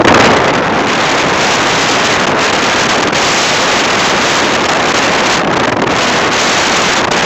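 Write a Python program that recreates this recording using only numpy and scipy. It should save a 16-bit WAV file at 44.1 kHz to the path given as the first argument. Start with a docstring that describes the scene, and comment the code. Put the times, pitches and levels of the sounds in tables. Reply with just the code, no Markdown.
"""A harsh, gusty roar of storm wind blowing straight into a small microphone on a concrete sea wall.
Swirls of air (eddies) sweep past its opening: the faster the air, the brighter and louder the roar,
which overloads the input. Now and then the flow breaks off for an instant and slaps back.
Surf washes faintly underneath. The automatic volume control starts high and soon settles."""
import sys
import numpy as np
from scipy import signal
from scipy.fft import rfft, irfft, next_fast_len
from scipy.io import wavfile
from scipy.ndimage import minimum_filter1d, map_coordinates

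SR = 44100
rng = np.random.default_rng(int(sys.argv[2]) if len(sys.argv) > 2 else 0)


def put_to_file(sound):
    """Save the sound as 16-bit audio at rate SR, in the file named by the first command-line argument."""
    columns = np.atleast_2d(sound).T  # one column per channel
    safe = np.clip(columns, -1, 1)
    whole_steps = np.round(safe * 32767)
    wavfile.write(sys.argv[1], SR, whole_steps.astype(np.int16))


N = 319725

# how fast the air blows: t/s, speed/times the usual
AIR_SPEED = [(0.0, 0.35), (0.28, 0.53), (0.62, 0.44), (0.96, 0.66), (1.1, 0.92), (1.32, 0.78), (1.42, 1.05),
             (2.05, 1.05), (2.34, 0.48), (2.43, 0.96), (2.97, 1.0), (3.1, 0.54), (3.19, 1.37), (3.75, 1.09),
             (4.2, 1.02), (4.9, 0.73), (5.0, 0.87), (5.34, 1.0), (5.46, 0.38), (5.68, 0.52), (5.78, 0.31),
             (6.06, 1.06), (6.32, 0.79), (6.4, 1.43), (6.98, 1.0), (7.06, 0.45), (7.25, 0.95)]
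# how lumpy the air is: t/s, lumpiness/times the usual
AIR_LUMPINESS = [(0, .75), (.4, 1.0), (.7, .6), (2.2, 1.0), (3.05, 1.15), (3.3, .75), (4.9, 1.05),
                 (5.8, 1.2), (6.1, .8), (7.25, 1.1)]
# tone of the eddies at the usual speed: f/Hz, relative level/dB
EDDY_TONE = [(30, -5.5), (200, -0.5), (750, 1.5), (1400, 0), (2600, -1.5), (4500, -7.5), (7500, -16),
             (11000, -22.5), (16000, -36.5)]
def wind(level_db=-7.0, gust_db=0.64, jitter_db=1.56, flutter_db=1.75, crackle_db=1.73):
    """A fixed pattern of eddies blows past the microphone; faster air slides its whole sound higher."""
    eddies = noise(EDDY_TONE, size=2 * N + 8)
    speed = np.maximum(curve(AIR_SPEED), .1) * amp(gust_db * wobble(14))
    # the air arrives in lumps, each louder and brighter than the flow around it
    lumpiness = curve(AIR_LUMPINESS) / speed ** .3  # slow air is lumpier
    lumps = lumpiness * unit(.35 * wobble(35) + .6 * wobble(90) + wobble(200) + .85 * wobble(480))
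    # the smallest eddies come in tight knots that crackle
    knots_db = crackle_db * wobble(900)
    breaks_db = break_offs()
    sweep_speed = speed * amp(jitter_db * lumps + knots_db + .4 * breaks_db)
    position = np.cumsum(np.minimum(sweep_speed, 2))
    pressure = map_coordinates(eddies, [position])
    return pressure * speed ** .48 * amp(level_db + flutter_db * lumps + breaks_db)


# instants when the flow breaks off: t/s, length/s, change in level/dB
FLOW_BREAKS = [(0.036, .021, -15), (0.067, 0.0082, -12), (.135, 0.0071, -10), (0.186, 0.0098, -10),
               (.469, .01, -7), (2.262, .0096, -20), (2.522, .012, -8), (2.88, .012, -7), (3.016, .01, -9),
               (3.116, .014, -16), (3.14, 0.015, -11), (4.68, .01, -13), (4.932, .012, -9.5),
               (5.552, .01, -8), (5.591, 0.0077, -11), (5.665, .013, -13), (5.712, .014, -15),
               (5.755, .01, -11.5), (5.809, 0.0093, -10.5), (5.856, .014, -11), (7.03, .015, -7),
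               (7.065, .015, -9.5), (7.098, 0.021, -11)]
def break_offs(slap_delay_s=0.00898, slap_s=.014, slap_db=5.5, skips_per_s=4, skip_s=.008, skip_db=-3.5):
    """The wind's change in dB as the flow leaves the microphone and slaps back, plus small random skips."""
    change_db = np.zeros(N)
    for t, length, dip_db in FLOW_BREAKS:
        change_db += dip_db * pulse(t, length)
        change_db += slap_db * pulse(t + length / 2 + slap_delay_s, slap_s)
    for when, size in rng.random((int(skips_per_s * N / SR), 2)):
        change_db += skip_db * (.5 + size) * pulse(when * N / SR, skip_s)
    return change_db


# tone of foam washing over concrete: f/Hz, relative level/dB
FOAM_TONE = [(60, -30), (300, -6), (900, -12.5), (2500, -19), (7000, -28.5), (12000, -56)]
def surf(level_db=-35, swell_db=2, splash_db=2):
    """Broken waves wash along the wall in slow swells with quick splashes."""
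    return noise(FOAM_TONE, size=N) * amp(level_db + swell_db * wobble(0.43) + splash_db * wobble(6.3))


def scene():
    """Wind and surf at one microphone."""
    return (wind() + surf())[None]


def amp(db):
    """Turn decibels into a multiplier."""
    return 10 ** (np.asarray(db) / 20)


def unit(x):
    """Scale x to an average (rms) size of 1."""
    return x / np.sqrt(np.mean(x ** 2) + 1e-20)


def curve(rows):
    """Join (time, value) rows with straight lines, one value per sample."""
    return np.interp(np.arange(N) / SR, *np.transpose(rows))


def wobble(rate):
    """A smooth random curve through rate points a second."""
    return map_coordinates(rng.standard_normal(int(N * rate / SR) + 4), [np.arange(N) * rate / SR])


def pulse(t, length):
    """A rounded bump of height 1 centred on time t."""
    distance = np.abs(2 * (np.arange(N) / SR - t) / length)
    return np.exp(-np.minimum(distance, 4) ** 2.512)


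def tone_gain(tone, hz):
    """The multiplier that a tone table gives each frequency."""
    f, db = np.transpose(tone)
    return amp(np.interp(np.log(hz + 1), np.log(f), db))


def lowpass(hz, edge_hz, order):
    """A multiplier near 1 below the edge, falling to 0 above it."""
    return 1 / np.sqrt(1 + (hz / edge_hz) ** order)


def filtered(x, response):
    """Multiply each frequency in x by response(hz)."""
    size = next_fast_len(len(x) + 8192)
    return irfft(rfft(x, size) * response(np.fft.rfftfreq(size, 1 / SR)), size)[:len(x)]


def noise(tone, size):
    """Noise shaped by a tone table."""
    return unit(filtered(rng.standard_normal(size), lambda hz: tone_gain(tone, hz)))


def overload(x, ceiling, hardness):
    """Waves too big for the input get their tops flattened."""
    return x / (1 + np.abs(x / ceiling) ** hardness) ** (1 / hardness)


def volume_control(x, target_db=-5.0, max_boost_db=6.0, memory_s=0.71):
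    """The volume starts high and falls as the memory of recent peaks fills."""
    peaks = -minimum_filter1d(-np.abs(x), size=4096)
    size = int(memory_s * SR)
    power = signal.fftconvolve(peaks ** 2, np.ones(size) / size)[:N]
    return x * np.minimum(amp(max_boost_db), amp(target_db) / np.sqrt(np.abs(power) + 1e-9))


# tone of the microphone and recorder: f/Hz, level/dB
MICROPHONE_TONE = [(20, 8), (55, -1.5), (110, -1.5), (250, 1.5), (1000, 0), (3000, -2.5), (4600, -3),
                   (6800, -0.1), (7900, -7)]
def record(dry, bass_cut_hz=90, tilt_hz=45, treble_hz=4000, band_hz=7950, top_hz=14900, fizz_db=-20):
    """The recorder cuts the bass, overloads, sets its own volume and loses the highest treble."""
    x = signal.lfilter(*signal.butter(2, bass_cut_hz, 'high', fs=SR), dry[0])
    x = overload(x, ceiling=0.5, hardness=6.3)
    # a capacitor in the signal's path tilts the flattened tops
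    x = signal.lfilter(*signal.butter(1, tilt_hz, 'high', fs=SR), x)
    x = volume_control(x)
    x = filtered(x, lambda hz: tone_gain(MICROPHONE_TONE, hz) * lowpass(hz, band_hz, order=200))
    # a faint fizz above band_hz rises and falls with the treble
    treble = filtered(x, lambda hz: 1 - lowpass(hz, treble_hz, order=8))
    fizz = filtered(treble * rng.standard_normal(N), lambda hz: hz > band_hz)
    x = np.clip(x + amp(fizz_db) * fizz, -1, 1)
    return filtered(x, lambda hz: lowpass(hz, top_hz, order=200))[None]


dry = scene()
out = record(dry)
put_to_file(out)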